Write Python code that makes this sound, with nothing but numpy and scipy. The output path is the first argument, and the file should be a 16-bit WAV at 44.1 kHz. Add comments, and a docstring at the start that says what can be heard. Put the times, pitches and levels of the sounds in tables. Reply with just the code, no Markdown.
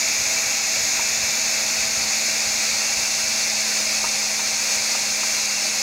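"""An upholstery extractor's vacuum motor runs in a living room, heard from a hand-held phone.
From the start, air rushes through the turbine and rings housing and hose; thin whistles and a rotor
hum sit on it, and the moving phone rumbles softly. At 1 s a hand sprayer knocks lightly.
At 1.3 s a suction whistle catches, then sinks and fades. From 2.7 s the rotor slows under load.
From 4 s the sprayer knocks four more times."""
import sys
import numpy as np
from scipy import signal
from scipy.fft import rfft, irfft
from scipy.io import wavfile

SR = 44100
rng = np.random.default_rng(int(sys.argv[2]) if len(sys.argv) > 2 else 0)


def digitize_waveform(pressure):
    """Quantize a signal to 16-bit integers and store it at the path in sys.argv[1].

    Rows of a 2-D input are taken as channels; values are limited to [-1, 1].
    """
    field = np.atleast_2d(pressure).T
    bounded = np.clip(field, -1, 1)
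    quanta = np.round(bounded * 32767).astype(np.int16)
    wavfile.write(sys.argv[1], SR, quanta)


N = 256662
TIME_S = np.arange(N) / SR
FREQ_HZ = np.maximum(np.arange(N // 2 + 1) * SR / N, 1)

# phone turning across the room: time_s, bearing (about -1 to 1)
PHONE_BEARING = [(0, 1.1), (1.2, 1.3), (2.3, 0.27), (3.1, -0.9), (5.8, -.8)]


def undb(db):
    """Decibels to gain."""
    return 10 ** (np.asarray(db) / 20)


def curve(table):
    """A (time_s, value) table, interpolated per sample."""
    return np.interp(TIME_S, *np.transpose(table))


def since(start_s):
    """Seconds since start_s, 0 before it."""
    return np.maximum(TIME_S - start_s, 0)


def colour_db(points):
    """A spectrum of straight lines over log frequency."""
    hz, db = np.transpose(points)
    return np.interp(np.log(FREQ_HZ), np.log(hz), db)


def bell(centre_hz, width_hz):
    """Spectral peak of height 1; width at half height."""
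    return .5 ** np.minimum((2 * (FREQ_HZ - centre_hz) / width_hz) ** 2, 200)


def noise(gain):
    """Unit-rms noise shaped by a gain per frequency."""
    shaped = irfft(rfft(rng.standard_normal(N)) * gain, N)
    return shaped / np.std(shaped)


def walk(rate_hz):
    """Smooth random wander of spread 1."""
    return noise(bell(0, 2 * rate_hz))


def room_comb_db(echo_s, depth_db):
    """Wall echoes add and cancel: a fine ripple over the treble."""
    lag = np.minimum(TIME_S / echo_s, 20)
    ripple = rfft(rng.standard_normal(N) * lag * np.exp(-lag)).real
    return depth_db * ripple / np.std(ripple) * FREQ_HZ / (FREQ_HZ + 1500)


def airflow(level_db=-21.5, ease_db_per_s=0.0534, low_cut_hz=48, places=5):
    """Turbulence rings the air path; echoes and shading shift as the phone moves."""
    # broad spectrum of the rush: freq_hz, relative_db
    rush = [(60,-20.5),(170,-22),(400,-18),(600,-15),(1150,-13.5),(1900,-20),(2450,-1.5),(3020,-18),(4200,-5.5),(5600,-5.5),(6850,-0.5),(7450,-12.5),(9100,-17.5),(11400,-24),(15600,-26.5)]
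    # housing, hose and room resonances: centre_hz, width_hz, lift_db
    resonances = [(241.4, 22, 7.5), (297.4, 49, 6), (467, 14.6, 5.5), (541, 92, 6.5), (644, 49, 6.5),
                  (777, 69, 6.5), (826, 34, 5.5), (933, 22, 6), (1331, 57, 6.5), (1452, 91, 6.5),
                  (1560, 67, 9), (1647, 44, 9.5), (1732, 97, 9.5), (1855, 120, 10.5), (1987, 148, 11),
                  (2138, 63, 10), (2216, 29, 9.5), (2317, 60, 7), (2480, 28, -1.5), (2598, 45, 5.5),
                  (2747, 91, 6), (3310, 11, 4.5), (3590, 49, 6), (4344, 230, 2), (4608, 63, 6),
                  (5195, 340, 4), (6190, 790, 2.5), (8000, 980, 2.5), (9980, 200, 7.5), (12850, 1000, 5)]
    # bands the phone's body lifts or shades: centre_hz, width_hz, lift_db (at bearing 1)
    shaded_bands = [(2050,1000,0.57),(3060,500,-0.6),(4500,620,-0.9),(6900,910,1.5),(9100,4300,-1),(12300,1400,1.5),(14800,900,-1.3)]
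    shape_db = colour_db(rush) + sum(db * bell(hz, width_hz) for hz, width_hz, db in resonances)
    shape_db += room_comb_db(echo_s=0.014, depth_db=2.07)
    low_cut = FREQ_HZ ** 6 / (FREQ_HZ ** 6 + low_cut_hz ** 6)
    position = np.linspace(0, places - 1, N)
    air = 0
    for place in range(places):  # crossfade; each place has its own echoes
        share = np.clip(1 - abs(position - place), 0, 1)
        local_db = shape_db + room_comb_db(echo_s=0.01, depth_db=1.5)
        air += np.sqrt(share) * noise(low_cut * undb(local_db))
    shading = undb(sum(db * bell(hz, width_hz) for hz, width_hz, db in shaded_bands)) - 1
    air += curve(PHONE_BEARING) * irfft(rfft(air) * shading, N)
    return air * undb(level_db - ease_db_per_s * TIME_S + 0.4 * walk(8.6))


def edge_whistles(swell_db=1.7, swell_rate_hz=0.78):
    """Edges in the air path whistle; each level follows the phone's bearing and swells at random."""
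    # edge tones: pitch_hz, width_hz, level_db, lift_db (at bearing 1)
    tones = [(788,11,-53,-0.5),(2280,69,-51,2),(2717,14,-50,-7),(4400,52,-57,-4),(5220,17,-52,-5),(6360,26,-50,-5),(7110,35,-44,2),(10140,120,-54,-2)]
    bearing = curve(PHONE_BEARING)
    out = 0
    for pitch_hz, width_hz, level_db, lift_db in tones:
        tone = noise(bell(pitch_hz, width_hz))
        out += tone * undb(level_db + lift_db * bearing + swell_db * walk(swell_rate_hz))
    return out


def rotor_hum(rotor_hz=217.5, sag_from_s=2.7, sag_hz_per_s=2.05, wobble_hz=0.23, flutter_db=0.6):
    """The rotor shakes the case once a turn; standing waves swell each harmonic separately."""
    # fundamental: time_s, level_db
    first_levels = [(0,-49.5),(.9,-49.5),(1.6,-46.5),(2.4,-45),(3.1,-47.5),(3.7,-44),(4.5,-46.5),(5.8,-46.3)]
    # third harmonic: time_s, level_db
    third_levels = [(0,-43.5),(1.3,-46.5),(4.9,-46.5),(5.6,-53)]
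    pitch_hz = rotor_hz - sag_hz_per_s * since(sag_from_s) + wobble_hz * walk(4.4)
    phase = 2 * np.pi * np.cumsum(pitch_hz) / SR
    first = np.sin(phase) * undb(curve(first_levels) + flutter_db * walk(6.3))
    third = np.sin(3 * phase) * undb(curve(third_levels) + flutter_db * walk(6.7))
    return np.sqrt(2) * (first + third)


def handling(rumble_db=-54, uneven_db=1.5, settle_s=3.2, calm_db_per_s=1.0, bump_width_s=0.065):
    """The phone rumbles and bumps in the hand, calming once it settles."""
    # rumble spectrum: freq_hz, relative_db
    rumble = [(15,-35),(28,-19),(43,-4),(55,0.5),(80,-2.5),(125,-0.5),(200,-12.5),(400,-32)]
    # bumps from steps and grip: peak_s, level_db
    bumps = [(.23,-47),(.81,-46),(.98,-50),(1.25,-45),(1.79,-47),(2.0,-43),(2.49,-47),(2.74,-48),(2.99,-46)]
    power = undb(rumble_db - calm_db_per_s * since(settle_s) + uneven_db * walk(5)) ** 2
    for peak_s, level_db in bumps:
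        pulse = .5 ** np.minimum((2 * (TIME_S - peak_s) / bump_width_s) ** 2, 20)
        power += undb(level_db) ** 2 * pulse
    return np.sqrt(power) * noise(undb(colour_db(rumble)))


def sprayer(tick_t60_s=0.065, room_db=-15, room_t60_s=0.2):
    """Each knock ticks, rings the plastic bottle and dies away in the room."""
    # sprayer knocks: start_s, ring_db, tick_db, ring_t60_s
    knocks = [(.995,-31.5,-39,0.04),(4.042,-29.5,-34,0.08),(4.394,-39,-32,0.06),(4.948,-41,-26.5,0.036),(5.234,-42,-30,.04)]
    # bottle modes: pitch_hz, relative_db
    modes = [(905,-10),(940,8),(1040,0),(1235,3)]
    tick_noise = noise(bell(1020, 800))
    room_noise = noise(sum(undb(db) * bell(hz, 70) for hz, db in modes))
    out = 0
    for start_s, ring_db, tick_db, ring_t60_s in knocks:
        age_s = since(start_s)
        fade = -np.log(1000) * age_s
        ring = sum(undb(db) * np.sin(2 * np.pi * hz * age_s) for hz, db in modes)
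        ring *= np.exp(fade / ring_t60_s)
        tail = undb(room_db) * room_noise * np.exp(fade / room_t60_s)
        tick = tick_noise * np.exp(fade / tick_t60_s)
        out += (TIME_S >= start_s) * (undb(ring_db) * (ring + tail) + undb(tick_db) * tick)
    return out


def suction_whistle(start_s=1.3, start_hz=4480, sag_hz_per_s=40, jitter_hz=9,
                    level_db=-36, attack_s=0.13, fade_db_per_s=5):
    """A thin whistle catches in the hose, sinks in pitch and fades into the rush."""
    age_s = since(start_s)
    pitch_hz = start_hz - sag_hz_per_s * age_s + jitter_hz * walk(30.3)
    phase = 2 * np.pi * np.cumsum(pitch_hz) / SR
    attack = np.minimum(age_s / attack_s, 1)
    gain = undb(level_db - fade_db_per_s * age_s + 2 * walk(6))
    return np.sqrt(2) * np.sin(phase) * attack * gain


def scene():
    """One microphone feeds both channels."""
    mono = airflow() + edge_whistles() + rotor_hum() + handling() + sprayer() + suction_whistle()
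    return np.array([mono, mono])


def record(dry):
    """The phone cuts the top steeply."""
    cutoff_hz = 15750
    return signal.sosfilt(signal.ellip(12, .1, 80, cutoff_hz, fs=SR, output="sos"), dry)


dry = scene()
out = record(dry)
digitize_waveform(out)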